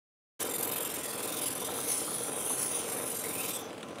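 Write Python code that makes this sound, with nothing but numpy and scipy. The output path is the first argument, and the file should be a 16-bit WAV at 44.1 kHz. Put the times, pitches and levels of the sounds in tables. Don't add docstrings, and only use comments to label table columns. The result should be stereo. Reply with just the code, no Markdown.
import sys
import numpy as np
from scipy import signal
from scipy.fft import rfft, irfft
from scipy.io import wavfile
from scipy.ndimage import map_coordinates

SR = 44100
rng = np.random.default_rng(int(sys.argv[2]) if len(sys.argv) > 2 else 0)


def digitize_waveform(pressure):
    field = np.atleast_2d(pressure).T
    bounded = np.clip(field, -1, 1)
    quanta = np.round(bounded * 32767).astype(np.int16)
    wavfile.write(sys.argv[1], SR, quanta)


N = 176400
TIME = np.arange(N) / SR


def amp(db):
    return 10 ** (np.asarray(db) / 20)


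def unit(x):
    return x / np.sqrt(np.mean(x ** 2) + 1e-20)


def curve(rows, column=1):
    rows = np.array(rows)
    return np.interp(TIME, rows[:, 0], rows[:, column])


def read(points, hz):
    f, value = np.transpose(points)
    return np.interp(np.log(hz + 1), np.log(f + 1), value)


def colour(x, gain, size=4096):
    log_gain = np.log(np.maximum(gain(abs(np.fft.fftfreq(size, 1 / SR))), 1e-5))
    taps = np.fft.ifft(np.exp(np.conj(signal.hilbert(log_gain)))).real[:size // 2]
    return signal.oaconvolve(x, taps / np.linalg.norm(taps))[:N]


def tint(x, points):
    return colour(x, lambda hz: amp(read(points, hz)))


def wander(hz):
    f = np.fft.rfftfreq(N, 1 / SR)
    return unit(irfft(rfft(rng.standard_normal(N)) / (1 + (f / hz) ** 4), N))


def whistle(hz, width_hz):
    phase = 2 * np.pi * np.cumsum(hz * np.ones(N)) / SR
    return unit(wander(width_hz / 2) * np.cos(phase) + wander(width_hz / 2) * np.sin(phase))


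def grains(per_s, spread_db):
    size = amp(spread_db * np.minimum(rng.exponential(1, N), 5))
    return unit(size * rng.choice([-1, 1], N) * (rng.random(N) < per_s / SR))


def bursts(events, eq, decay_s):
    envelope = sum(amp(db) * (TIME >= s) * np.exp(-abs(TIME - s) / decay_s) for s, db in events)
    return tint(envelope * rng.standard_normal(N), eq)


def street():
    # (frequency [Hz], gain [dB])
    traffic_eq = [(18, -69), (30, -40), (59, -54), (77, -16), (133, -5.5), (341, -3.5), (399, -8),
                  (532, -3), (591, -3), (639, -7), (830, -9), (897, -18), (1110, -9), (1820, -24),
                  (2760, -25), (3490, -23), (3980, -36), (4910, -42), (6890, -33), (10200, -29.5),
                  (15500, -53)]
    # (frequency [Hz], level [dB])
    hums = [(269, -57.5), (1022, -59.5)]
    rumble = tint(rng.standard_normal(N) * amp(wander(hz=25)), traffic_eq)
    return amp(-45.5) * rumble + sum(amp(db) * whistle(hz, width_hz=8.4) for hz, db in hums)


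def frame():
    # (frequency [Hz], gain [dB])
    body_eq = [(35, -57), (60, -35), (91, -8), (168, -14), (304, -1), (384, -4), (471, 6.5), (550, -8),
               (604, -0.5), (674, -11.5), (752, -3.5), (893, -10.5), (1030, -5), (1090, -19), (1180, -10.5),
               (1720, -18), (2500, -17), (3250, -26.5), (5500, -120)]
    # (time [s], level [dB])
    level = [(.4, -46), (.445, -39), (.57, -43.5), (.65, -37.5), (.72, -41), (1.0, -45), (1.3, -42.5),
             (1.55, -43.5), (1.7, -40.5), (2.17, -45), (2.33, -41), (2.5, -42.5), (2.72, -45.5),
             (2.98, -39.5), (3.2, -46), (3.28, -40), (3.36, -44), (3.55, -44.5), (3.65, -43), (3.73, -48.5)]
    return tint(grains(per_s=1400, spread_db=3.5) * amp(curve(level)), body_eq)


def drive():
    # (time [s], level [dB])
    clacks = [(1.686, -36.5), (1.787, -38), (2.08, -37.5), (2.503, -35)]
    # (frequency [Hz], gain [dB])
    clack_eq = [(150, -23), (450, 1), (750, 6), (1250, 6), (1800, -8), (5000, -45), (15000, -47)]
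    # (time [s], level [dB])
    ticks = [(3.705, -47), (3.73, -42.5), (3.748, -49), (3.7795, -41), (3.8073, -43.5), (3.8294, -36.5),
             (3.885, -43), (3.9096, -50), (3.957, -43.5), (3.9845, -41.5)]
    # (frequency [Hz], gain [dB])
    tick_eq = [(400, -8), (1500, 6.5), (3800, 4), (5000, -11), (9000, -1), (15000, -27)]
    return bursts(clacks, clack_eq, decay_s=.01) + bursts(ticks, tick_eq, decay_s=.0042)


def contact(low_spot_s=.441):
    # (time [s], speed [turns/s])
    speed = [(.4, 22.46), (.85, 22.45), (1.12, 20.29), (1.4, 22.07), (1.62, 20.92), (1.95, 23.46),
             (2.2, 21.88), (2.55, 23.68), (2.9, 22.42), (3.15, 22.53), (3.45, 19.21), (4, 19.44)]
    # (position from the low spot [turns], level [dB])
    rim = [(0, -12), (.11, -6), (.2, 3.5), (.38, 1.2), (.5, -1), (.68, 2.5), (.81, 1.2), (.9, -5)]
    # (time [s], depth [multiple of the rim's dB swing])
    chatter = [(.4, 1.15), (.9, 1.1), (1.1, .8), (1.25, 1.1), (1.66, 1), (1.78, .3), (2.3, .15), (2.8, .25),
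               (3.15, .65), (3.35, .6), (3.55, .85)]
    turns = np.cumsum(curve(speed)) / SR
    turns -= np.interp(low_spot_s, TIME, turns)
    rim_db = np.interp(turns, *np.transpose(rim), period=1) * curve(chatter)
    hands_db, judder_db = 1.18 * wander(hz=13.6), 1.2 * wander(hz=130)
    return unit(amp(rim_db + hands_db + judder_db))


def shifting(x, depth_db=3.9, patch_s=.19, patch_hz=430, size=512):
    hz, t, spectra = signal.stft(x, SR, nperseg=size, noverlap=size * 3 // 4)
    per_s, per_hz = np.fft.fftfreq(len(t), t[1])[:, None], np.fft.fftfreq(len(hz), hz[1])
    blur = np.exp(-(per_s * patch_s) ** 2 - (per_hz * patch_hz) ** 2)
    patches = np.fft.ifft2(np.fft.fft2(rng.standard_normal(blur.shape)) * blur).real
    gain = unit(amp(depth_db * unit(patches)))
    return signal.istft(spectra * gain.T, nperseg=size, noverlap=size * 3 // 4)[1][:N]


def scrape(force):
    # (time [s], level [dB])
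    level = [(.4, -42), (.5, -51), (.9, -46), (1.15, -46), (1.6, -46.5), (2.2, -47), (2.6, -53.5),
             (2.85, -45), (3.15, -49.5), (3.42, -45), (3.55, -45), (3.62, -49), (3.73, -57.5)]
    # (frequency [Hz], gain [dB])
    scrape_eq = [(500, -18.5), (1300, 0), (1900, -6.5), (2500, -3.5), (3400, 1.5), (4200, -5), (5300, -5),
                 (6200, -2.5), (10000, -19.5)]
    crunch = shifting(grains(per_s=7000, spread_db=2.5)) * force ** .085
    return tint(crunch * amp(curve(level)), scrape_eq)


def draw_off(force):
    # (time [s], pitch [Hz], level [dB])
    rise = [(3.21, 1996, -73), (3.245, 2057, -48), (3.29, 2200, -56), (3.35, 2400, -52.5),
            (3.41, 2620, -45), (3.45, 2620, -51), (3.48, 2740, -72)]
    # (time [s], pitch [Hz], level [dB])
    fall = [(3.5, 8700, -49), (3.555, 8300, -37.5), (3.575, 8140, -42), (3.59, 8040, -85)]
    roughness = unit(amp(3.5 * wander(hz=90)))
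    zing = whistle(curve(rise), width_hz=300) * amp(curve(rise, column=2)) * roughness
    squeal = whistle(curve(fall), width_hz=1100) * amp(curve(fall, column=2))
    return (zing + squeal) * np.sqrt(force)


def steel(x, pose, low_cut_hz=420):
    # (frequency [Hz], tilted gain [dB], edge gain [dB], flat gain [dB])
    hiss = [(1180, -3, -3, -3), (2480, -1.5, -4, -4), (4200, -8, -6.0, -5.5), (6500, -15, -4, -11.0),
            (10100, -16.0, 5.5, -2), (15500, -8.5, -4, -5.5)]
    # (frequency [Hz], width [Hz], tilted gain [dB], edge gain [dB], flat gain [dB])
    modes = [(3240, 150, 5, -4, -1), (3634, 91, 6.5, 7.5, -5), (4830, 190, -3, -2, -8),
             (6000, 590, -5, -1, 4.5), (6330, 100, -12, -12, 6.5), (7140, 920, 0.0, 0.5, 0),
             (7560, 170, 13, 6.5, 3), (8130, 160, 2, -15, -4.5), (8820, 300, 8.5, 3.5, 5.0),
             (9800, 640, 8, 8, 15.5), (9700, 150, 6, 6, 15), (10400, 700, 10, -11.0, 10.5),
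             (11130, 750, -16.5, 2.5, 4.5), (11000, 91, -20, -12, 3), (12040, 260, 12.5, 11.5, 7),
             (13200, 750, 3, -0.5, -8), (14100, 750, 4, -9.5, -8.5), (15400, 150, -2.0, -4, -10)]

    def gain(hz):
        hiss_power = amp(read(np.array(hiss)[:, [0, pose + 1]], hz)) ** 2
        ring_power = sum(amp(db[pose]) ** 2 / (1 + 2 * ((hz - centre) / width) ** 2) ** 2
                         for centre, width, *db in modes)
        low_cut = hz ** 2 / (hz ** 2 + low_cut_hz ** 2)
        return low_cut * np.sqrt(hiss_power + ring_power)
    return colour(x, gain)


def sliding(x, drift_s=.0008):
    return map_coordinates(x, [(TIME + drift_s * wander(hz=3)) * SR], order=5)


def blade(force, lift_s=.066):
    # (time [s], level [dB])
    pressure = [(0.42, -34.5), (0.46, -37.5), (0.51, -38.5), (0.555, -35.5), (0.6, -36.5), (0.77, -37),
                (0.82, -33), (0.87, -37.5), (1.0, -39.5), (1.15, -39.5), (1.25, -37), (1.42, -36.5),
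                (1.52, -36.5), (1.62, -39), (1.7, -39.5), (1.77, -34.5), (1.88, -31.5), (1.94, -32.5),
                (1.99, -32.5), (2.1, -34.5), (2.31, -38.5), (2.42, -34), (2.55, -32.5), (2.68, -33.0),
                (2.8, -36.5), (2.87, -38.5), (2.95, -38.0), (3.15, -38), (3.35, -39.5), (3.4, -37),
                (3.46, -37.5), (3.5, -35), (3.53, -37.0), (3.56, -37), (3.592, -42), (3.604, -41.5),
                (3.618, -51.5)]
    hold = [(.9, 0.92, 0), (1.05, 0.17, 0), (1.7, 0.085, 0.17), (1.77, 0.27, 0.59), (1.98, 0.012, 0.96),
            (2.6, 0, 1), (2.79, 0, 0.73), (2.92, 0.13, 0.14), (3.55, 0, 0.14)]
    tilted, flat = curve(hold), curve(hold, column=2)
    shares = tilted, np.clip(1 - tilted - flat, 0, 1), flat
    touching = np.clip((pressure[-1][0] + lift_s - TIME) / lift_s, 0, 1)
    grit = unit(shifting(grains(per_s=18000, spread_db=2)))
    scratch = grit * force * amp(curve(pressure)) * touching
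    return sliding(sum(steel(scratch * share, pose) for pose, share in enumerate(shares)))


def scatter(x, decay_s, size=8192):
    taps = rng.standard_normal(size) * np.exp(-TIME[:size] / decay_s)
    return signal.oaconvolve(x, taps / np.linalg.norm(taps))[:N]


def scene():
    # (frequency [Hz], left over right [dB])
    balance = [(60, 13), (140, 11), (210, 13.2), (330, 15.7), (490, 28), (620, 17.6), (770, 9.9),
               (1170, 3.7), (1790, 1.2), (2740, 0.5), (6410, 0.79), (9810, 3.7), (15000, 8)]
    # (frequency [Hz], left lead [rad])
    lead = [(20, 1), (250, -0.5), (400, 2.5), (480, 8), (560, -3), (800, -3), (1600, -2.5), (4300, -1.65),
            (7600, -1), (14000, -0.5)]
    # (frequency [Hz], gain [dB])
    send = [(60, -24), (250, -30), (500, -30), (1200, -19), (3000, -10), (6000, -8), (10000, -10),
            (15000, -7.5)]
    force = contact()
    mix = blade(force) + scrape(force) + draw_off(force) + drive() + frame() + street()
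    hz = np.fft.rfftfreq(N, 1 / SR)
    right = amp(-read(balance, hz)) * np.exp(-1j * read(lead, hz))
    pan = np.array([np.ones(len(hz)), right]) / abs((1 + right) / 2)
    reflections = scatter(mix, decay_s=.006) + amp(-6) * scatter(mix, decay_s=.06)
    sides = rfft(reflections) * amp(read(send, hz)) * abs(pan[0]) * [[.5], [-1]]
    return irfft(rfft(mix) * pan + sides, N)


def record(dry):
    start_s, fade_s, cut_hz = .3928, .011, 15680
    opened = dry * np.clip((TIME - start_s) / fade_s, 0, 1)
    high_cut = signal.firwin(401, cut_hz, window=("kaiser", 9), fs=SR)
    return signal.oaconvolve(opened, high_cut[None], "same")


dry = scene()
out = record(dry)
digitize_waveform(out)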